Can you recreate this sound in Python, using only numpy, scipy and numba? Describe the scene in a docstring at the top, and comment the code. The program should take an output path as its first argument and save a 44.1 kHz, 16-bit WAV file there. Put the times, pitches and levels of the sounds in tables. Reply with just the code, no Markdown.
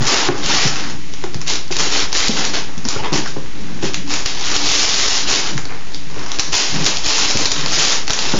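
"""A gift box is unwrapped on a wooden dining table, in a room that rings briefly. First a knock sets the
cardboard modes ringing and the paper rips, its fibres snapping in dense runs. Creases pop between
shorter rips; near 3 s fingertips squeak by stick-slip. A long tear follows from 4.3 s while the box
slides and the tabletop resonates. The loudest pops and more rips fill 6.4 to 8.2 s, and a last push and
knock end the scene. Throughout, a fast limiter holds down the loud peaks."""
import sys
import numpy as np
from scipy import signal
from scipy.fft import rfft, irfft
from scipy.io import wavfile
from scipy.ndimage import uniform_filter1d
from numba import njit

SR = 44100
rng = np.random.default_rng(int(sys.argv[2]) if len(sys.argv) > 2 else 0)


def int16_out(signal):
    """Quantize to a 16-bit WAV file."""
    q = np.round(np.clip(np.atleast_2d(signal).T, -1, 1) * 32767)
    wavfile.write(sys.argv[1], SR, q.astype(np.int16))


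N = 369981

# Modes of the cardboard box. Each row: frequency in Hz, level in dB, time to decay 60 dB in seconds.
BOX_MODES = [(123.7, 3.5, 0.1), (136.3, 10.5, 0.074), (165, -6.5, 0.21), (217, 1, 0.082),
             (286.2, -1, 0.083), (352.5, 1, 0.064), (419, -4.5, 0.062), (532, -15, 0.17), (798, -2, 0.029),
             (1050, -2, 0.021), (1410, -1.5, 0.035)]
# Big creases popping and edges giving way.
# Each row: start in seconds, level in dB, relative level of the flexing sheet in dB.
BIG_CREASES = [(0.1424, 1, 7.5), (1.1366, -17, -2), (1.2384, -15, 1.5), (1.3437, -15, 1),
               (1.4143, -12.5, -3), (1.479, -5, -21), (1.766, -3, -1), (1.8032, -9, -5), (2.128, -4, -6),
               (2.2816, 5.5, -30), (2.4505, -1, -15), (2.5365, -13, 4.5), (2.778, -19, -5),
               (2.851, -10, -1), (2.8862, -2, -16), (3.129, -7, 2), (3.259, -16, 7.5), (3.943, -1, -11.5),
               (4.1376, -2, -4.5), (4.2604, -2.5, -17), (4.5638, 4.5, -28), (5.5774, -9, 2.5),
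               (5.6528, -15.5, 6), (5.722, -28.5, 14), (5.945, -11, -8), (6.317, -7.5, -5),
               (6.3944, 6.5, -5), (6.5298, -3.5, -4), (6.844, -5, -20), (6.862, 13, -7.5),
               (6.9698, -1, -14), (7.3712, 0.5, -15), (7.4551, 7, -6.5), (7.5165, 5.5, -5),
               (7.6598, -3.5, 4), (8.078, -4.5, -4), (8.1045, 8, -4), (8.132, 5, -8), (8.1884, 5, -10)]


def amp(db):
    """Decibels to amplitude ratio."""
    return 10 ** (np.asarray(db) / 20)


def unit(x):
    """Normalisation to rms 1."""
    return x / np.sqrt(np.mean(x ** 2))


def add(track, start_s, sound):
    """Superposition of a sound on a track."""
    i = max(int(start_s * SR), 0)
    track[i:i + len(sound)] += sound[:N - i]


def band(x, hz, kind, order=2):
    """Butterworth filtering."""
    return signal.sosfilt(signal.butter(order, hz, kind, fs=SR, output="sos"), x)


def ring(x, response):
    """Convolution with an impulse response."""
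    return signal.fftconvolve(x, response)[:N]


def colour(points, size=4096):
    """Minimum-phase impulse response of a spectrum of (Hz, dB) points, by folding the cepstrum."""
    hz, db = np.transpose(points)
    gain = amp(np.interp(np.log(np.fft.rfftfreq(size, 1 / SR) + 1), np.log(hz), db))
    cepstrum = irfft(np.log(gain))
    cepstrum[1:size // 2] *= 2
    cepstrum[size // 2 + 1:] = 0
    return irfft(np.exp(rfft(cepstrum)))


def drift(per_s):
    """Random modulation of rms 1, interpolated between independent values."""
    values = rng.standard_normal(N // 20)
    return unit(np.interp(np.arange(N) / SR * per_s, np.arange(len(values)), values))


def clicks(per_s, spread_db, even_s):
    """Poisson impulses, many small and a few large, levelled to a power near 1 over spans of even_s."""
    hits = (rng.random(N) < per_s / SR) * amp(spread_db * np.minimum(rng.exponential(size=N), 5))
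    size = int(even_s * SR)
    power = uniform_filter1d(uniform_filter1d(hits ** 2, size), size)
    return hits / np.sqrt(np.maximum(power, 1e-4))


def background(rumble_db=-34, hum_hz=61, hum_db=-44.5):
    """The noise floor: broadband room rumble and a faint pure tone of mains hum."""
    # Spectrum of the quiet room. Each row: frequency in Hz, spectral density in dB.
    air_spectrum = [(25, 9.5), (45, 9), (90, 1.5), (200, -12), (500, -31.5), (2000, -8.5), (7000, -12.5)]
    rumble = unit(ring(rng.standard_normal(N), colour(air_spectrum)))
    hum = unit(np.sin(2 * np.pi * hum_hz * np.arange(N) / SR))
    return rumble * amp(rumble_db + 0.91 * drift(7.4)) + amp(hum_db) * hum


def room(x, direct_share, hops_per_s, spots, low_t60=0.37, high_t60=0.3):
    """Reverberation: the source wanders among spots, each with its own decaying reflections."""
    t = np.arange(int(.35 * SR)) / SR
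    shares = np.array([drift(hops_per_s) for _ in range(spots)])
    shares /= np.linalg.norm(shares, axis=0)
    onset = 1 - np.exp(-t / 0.00043)
    wet = 0
    for share in shares:
        noise = rng.standard_normal(len(t))
        low = band(noise, 1600, "lowpass", order=1)
        tail = (low * amp(-60 * t / low_t60) + (noise - low) * amp(-60 * t / high_t60)) * onset
        wet = wet + ring(x * share, tail / np.linalg.norm(tail))
    return np.sqrt(direct_share) * x + np.sqrt(1 - direct_share) * wet


def push_envelope(ease_s=0.06, rub_db=-37):
    """Amplitude envelope of friction: each push ramps in and out above the light rubbing of hands."""
    # Pushes of the box over the table. Each row: start in seconds, length in seconds, level in dB.
    pushes = [(0.348, .3, -28), (0.76, 0.27, -30.5), (1.747, 0.12, -29), (2.364, 0.31, -32),
              (2.88, 0.26, -31.5), (3.515, .36, -29), (3.88, 0.33, -30), (4.55, 0.88, -33.5),
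              (5.46, 0.14, -26.5), (6.662, 0.21, -24.5), (7.296, 0.67, -30.5), (8.303, 0.066, -20)]
    t = np.arange(N) / SR
    gain = np.full(N, amp(rub_db))
    for start, length, db in pushes:
        ramp = np.clip(np.minimum(t - start, start + length - t) / ease_s, 0, 1)
        gain = np.maximum(gain, amp(db) * ramp)
    return gain


def sliding(tabletop_db=-0.5):
    """Stick-slip friction drives the tabletop and the box, whose least damped modes groan most."""
    # Modes of the tabletop. Each row: frequency in Hz, level in dB, time to decay 60 dB in seconds.
    tabletop_modes = [(151.7, 2, .4), (287.1, -4, 0.43)]
    slips = clicks(per_s=500, spread_db=1.5, even_s=0.013)
    t = np.arange(int(.3 * SR)) / SR
    cardboard = sum((-1) ** k * amp(db - 60 * t / t60) * t60 ** 0.93 * np.sin(2 * np.pi * hz * t)
                    for k, (hz, db, t60) in enumerate(BOX_MODES))
    groan = band(ring(slips, cardboard), [110, 480], "bandpass")
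    wood = sum(amp(db - 60 * t / t60) * np.sin(2 * np.pi * hz * t) for hz, db, t60 in tabletop_modes)
    return unit(unit(groan) + amp(tabletop_db) * unit(ring(slips, wood))) * push_envelope()


def squeaks(overtone_ratio=3.3, overtone_db=-7):
    """Stick-slip oscillation of a fingertip: an uneven pitch that rises as the finger speeds up."""
    # Skids on the glossy paper. Each row: start in seconds, pitch in Hz, level in dB.
    skids = [(2.974, 878, -29), (3.033, 1020, -24.5), (3.242, 1597, -31.5)]
    out, size = np.zeros(N), int(.055 * SR)
    for start, hz, db in skids:
        jitter = 0.074 * unit(band(rng.standard_normal(size), 300, "lowpass"))
        pitch = hz * (1 + np.linspace(-.04, .04, size) + jitter)
        phase = 2 * np.pi * np.cumsum(pitch) / SR
        tone = np.sin(phase) + amp(overtone_db) * np.sin(overtone_ratio * phase)
        add(out, start, amp(db) * unit(tone * np.hanning(size)))
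    return out


def box_response(contact_ms, t):
    """Modal response: a short contact excites the high modes, and each spot weights them differently."""
    hz, db, t60 = np.transpose(BOX_MODES)[:, :, None]
    cycles = hz * contact_ms / 1000
    weight = amp(db + 1.1 * rng.standard_normal(hz.shape)) * cycles ** 2 / (1 + cycles ** 4)
    polarity = rng.choice([-1, 1], hz.shape)
    return np.sum(polarity * weight * np.sin(2 * np.pi * hz * t) * amp(-60 * t / t60), axis=0)


def knocks():
    """Impact excitation of the cardboard: a skidding hand chatters on, and the paper under it slaps."""
    # Hands on the box and the box on the table.
    # Each row: start in seconds, relative level in dB, contact time in ms, decay time of the scrape in ms.
    impacts = [(0.005, -11, 5.8, 13), (0.286, -1, 1.77, 10), (0.649, -11, 20, 1.9), (1.238, -17, 1.45, 2.8),
               (1.352, -15.5, 7.3, 2.6), (1.704, -19.5, 2.1, 5.6), (2.019, -26, 2, 6),
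               (2.289, -6, 3.9, 6.3), (2.775, -19.5, 14, 3), (2.849, -18, 4, 10), (2.961, -16.5, 2.2, 3.8),
               (3.12, -8.5, 2.9, 31), (3.362, -18, 2.6, 3.2), (3.826, -10.5, 2.8, 17),
               (5.552, -16, 13, 1.9), (6.161, -20.5, 3.2, 33), (6.756, -18, 8.9, 22), (7.349, -12.5, 6, 2),
               (8.098, -19, 1.3, 13.5), (8.337, -5, 2.9, 4.1)]
    out, t = np.zeros(N), np.arange(int(.2 * SR)) / SR
    for start, db, contact_ms, scrape_ms in impacts:
        chatter = rng.standard_normal(len(t)) * np.exp(-1000 * t / scrape_ms)
        body = signal.fftconvolve(box_response(contact_ms, t), chatter)[:len(t)]
        flutter = rng.standard_normal(len(t)) * np.exp(-t / (0.014 + scrape_ms / 1000))
        slap = band(flutter, np.clip(2200 / contact_ms, 100, 5000), "lowpass")
        add(out, start, amp(db - 14) * (unit(body) + 0.34 * unit(slap)))
    return band(out, 66, "highpass")


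def paper_radiation(fibres, sheet, split_hz=2200):
    """Radiation in two bands: the fibres give the treble, the flexing sheet the middle."""
    # Spectrum that the paper radiates. Each row: frequency in Hz, spectral density in dB.
    paper_spectrum = [(180, -39.5), (300, 4.5), (320, -7), (437, 1), (505, -10.5), (795, -2.5), (1170, -5),
                      (2280, -7.5), (5370, -1), (6700, -5), (8710, -1.5), (14700, -120)]
    response = colour(paper_spectrum)
    bright = band(response, split_hz, "highpass", order=4)
    dull = band(response, split_hz, "lowpass", order=4)
    return ring(fibres, bright / np.linalg.norm(bright)) + ring(sheet, dull / np.linalg.norm(dull))


def pull_envelope(start, rise_s, hold_s, sag_db=4.5, release_s=0.021, settle_db=-18, settle_s=.09):
    """Loading and relaxation: a pull builds, slackens while held and lets go; the sheet then settles."""
    t = np.arange(N) / SR - start
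    held = np.clip((t - rise_s) / hold_s, 0, 1)
    after = np.maximum(t - rise_s - hold_s, 0)
    release = np.maximum(np.exp(-after / release_s), amp(settle_db) * np.exp(-after / settle_s))
    return np.clip(t / rise_s, 0, 1) * amp(sag_db * (.5 - held)) * release


def paper_levels(handling_db=-44.5, wander_db=3, sheet_above_db=4.5):
    """Incoherent sources add in power: pulls plus light handling give fibre and sheet levels in dB."""
    # Pulls that tear or crumple the paper. Each row: start, rise and hold in seconds,
    # level of the snapping fibres in dB, level of the flexing sheet relative to them in dB.
    pulls = [(0.0, 0.0078, 0.11, -24, -1.5), (0.057, .025, 0.091, -9, -6), (0.142, 0.025, .09, -13.5, -4.5),
             (0.288, 0.0043, .035, -28.5, 7), (0.33, 0.025, .07, -30.5, -3), (0.4, 0.12, 0.16, -13.5, -7),
             (0.709, 0.049, 0.15, -28, -3.5), (1.453, 0.038, 0.058, -18.5, -9),
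             (1.706, 0.0058, 0.06, -24.5, -11), (1.761, 0.033, 0.085, -18, -7.5),
             (1.896, 0.029, 0.095, -16.5, -8.5), (2.114, 0.048, 0.16, -15, -10),
             (2.32, 0.048, 0.11, -20.5, -5.5), (2.525, 0.015, 0.032, -18.5, -4),
             (2.862, .03, 0.096, -28, -2.5), (3.022, 0.024, 0.018, -31.5, 8.5),
             (3.118, 0.015, .045, -18.5, -4.5), (3.256, 0.023, .02, -30, -13),
             (3.813, 0.015, 0.039, -22.5, -7.5), (4.056, 0.053, 0.086, -22, -7.5),
             (4.255, 0.0037, 0.012, -13, -8.5), (4.286, 0.29, 0.036, -18, -7.5),
             (4.596, 0.13, 0.46, -11, -12.5), (5.255, 0.087, 0.037, -8, -9.5),
             (5.421, 0.057, 0.025, -24, -4.5), (5.624, .08, 0.054, -42.5, 8), (6.108, 0.074, 0.6, -35.5, 0),
             (6.516, 0.046, 0.048, -4, -10), (6.644, .02, 0.052, -19.5, -15),
             (6.719, 0.022, 0.24, -25, -3.5), (7.026, 0.056, 0.23, -11.5, -10.5),
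             (7.36, 0.028, 0.043, -18.5, -6), (7.507, 0.034, 0.14, -23.5, -6),
             (7.667, 0.15, .11, -9, -11.5), (8.123, 0.022, 0.68, -23, -6)]
    fibres = amp(handling_db + wander_db * drift(9)) ** 2
    sheet = fibres * amp(sheet_above_db) ** 2
    for start, rise_s, hold_s, db, sheet_db in pulls:
        power = (amp(db) * pull_envelope(start, rise_s, hold_s)) ** 2
        fibres += power
        sheet += power * amp(sheet_db) ** 2
    return 10 * np.log10(fibres), 10 * np.log10(sheet)


def pop(fade_s, tick):
    """Snap-through buckling: a crease flips with one sharp tick, then a few ms of shiver."""
    t = np.arange(int(.04 * SR)) / SR
    fade = np.exp(-t / fade_s)
    shiver = rng.standard_normal(len(t)) * fade
    shiver[2] += tick
    return shiver * np.sqrt(np.sum(fade ** 2) / np.sum(shiver ** 2))


def small_creases(fibre_db, per_s=11, scatter_db=5, sheet_db=-8):
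    """A Poisson process of small pops, louder as the paper is worked harder; rows as in BIG_CREASES."""
    moments = np.flatnonzero(rng.random(N) < per_s / SR)
    db = -0.5 + 0.85 * fibre_db + scatter_db * rng.standard_normal(N)
    return [(i / SR, db[i], sheet_db) for i in moments]


def creases(fibre_db, lead_s=.008, lead_db=-13.5):
    """Buckling transients stand out of the rustle; each big crease gives a little just before it pops."""
    leads = [(start - lead_s, db + lead_db, sheet_db) for start, db, sheet_db in BIG_CREASES]
    fibres, sheet = np.zeros(N), np.zeros(N)
    for start, db, sheet_db in list(BIG_CREASES) + small_creases(fibre_db) + leads:
        stretch = amp(1.52 * max(db, 0))  # a big crease takes longer to flip
        size = amp(db) / np.sqrt(stretch)
        add(fibres, start, size * pop(fade_s=0.0017 * stretch, tick=1.77))
        # the heavier sheet swings on after the tick
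        add(sheet, start, size * amp(sheet_db - 6.5) * pop(fade_s=0.0026 * stretch, tick=0.66))
    return paper_radiation(fibres, sheet)


def crackle(per_s, scatter_db=2.9, drift_db=-0.26, bands=9):
    """Shot noise: each fibre shakes its own patch of paper, whose colour drifts as the sheet bends."""
    snaps = clicks(per_s, spread_db=4.0, even_s=0.051)
    edges_hz = np.geomspace(150, 9000, bands + 1)
    out = 0
    for low, high in zip(edges_hz, edges_hz[1:]):
        polarity = rng.choice([-1, 1], N)
        share = amp(scatter_db * rng.standard_normal(N) + drift_db * drift(25))
        out = out + band(snaps * polarity * share, [low, high], "bandpass")
    # as strong within these bands as white noise of rms 1
    return unit(out) * np.sqrt(edges_hz[-1] / (SR / 2))


def tearing(fibre_db, sheet_db):
    """Acoustic emission from fracture: the harder the pull, the more fibres snap each second."""
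    run = crackle(per_s=3500 * amp(.55 * (fibre_db + 15)))
    return paper_radiation(run * amp(fibre_db), run * amp(sheet_db))


def scene():
    """Superposition in the room: creases and box send a larger share of direct sound than the tearing."""
    fibre_db, sheet_db = paper_levels()
    rips = room(tearing(fibre_db, sheet_db), direct_share=0.4, hops_per_s=260, spots=8)
    box = room(knocks() + sliding() + squeaks(), direct_share=0.78, hops_per_s=12, spots=3)
    air = background()
    pops = room(creases(fibre_db), direct_share=0.57, hops_per_s=1600, spots=6)
    return (rips + pops + box + air)[None]


@njit
def peak_follower(x, attack, release):
    """Envelope detection: the level jumps up to each peak and sinks slowly."""
    out, level = np.empty(len(x)), 0.
    for i in range(len(x)):
        level += (abs(x[i]) - level) * (attack if abs(x[i]) > level else release)
        out[i] = level
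    return out


def record(dry, converter_hz=7020, offset=-0.27, ceiling=0.70, release_s=0.08, rail=0.74, top_hz=15800):
    """Peak limiting after a narrow-band converter with a steady offset: sound and offset duck alike."""
    x = signal.sosfilt(signal.ellip(6, .4, 38, converter_hz, fs=SR, output="sos"), dry[0])
    x = band(x, 9000, "lowpass", order=16) + offset
    envelope = peak_follower(x, 0.66, 1 / (release_s * SR))
    duck = band(1 - ceiling / np.maximum(envelope, ceiling), 1100, "lowpass")
    # the limiter looks only a third of a millisecond ahead, so the sharpest ticks still touch the rail
    delayed = np.concatenate([np.full(14, offset), x[:-14]])
    limited = np.clip(delayed * (1 - duck), -rail, rail)
    return signal.sosfilt(signal.ellip(8, .2, 70, top_hz, fs=SR, output="sos"), limited)[None]


dry = scene()
out = record(dry)
int16_out(out)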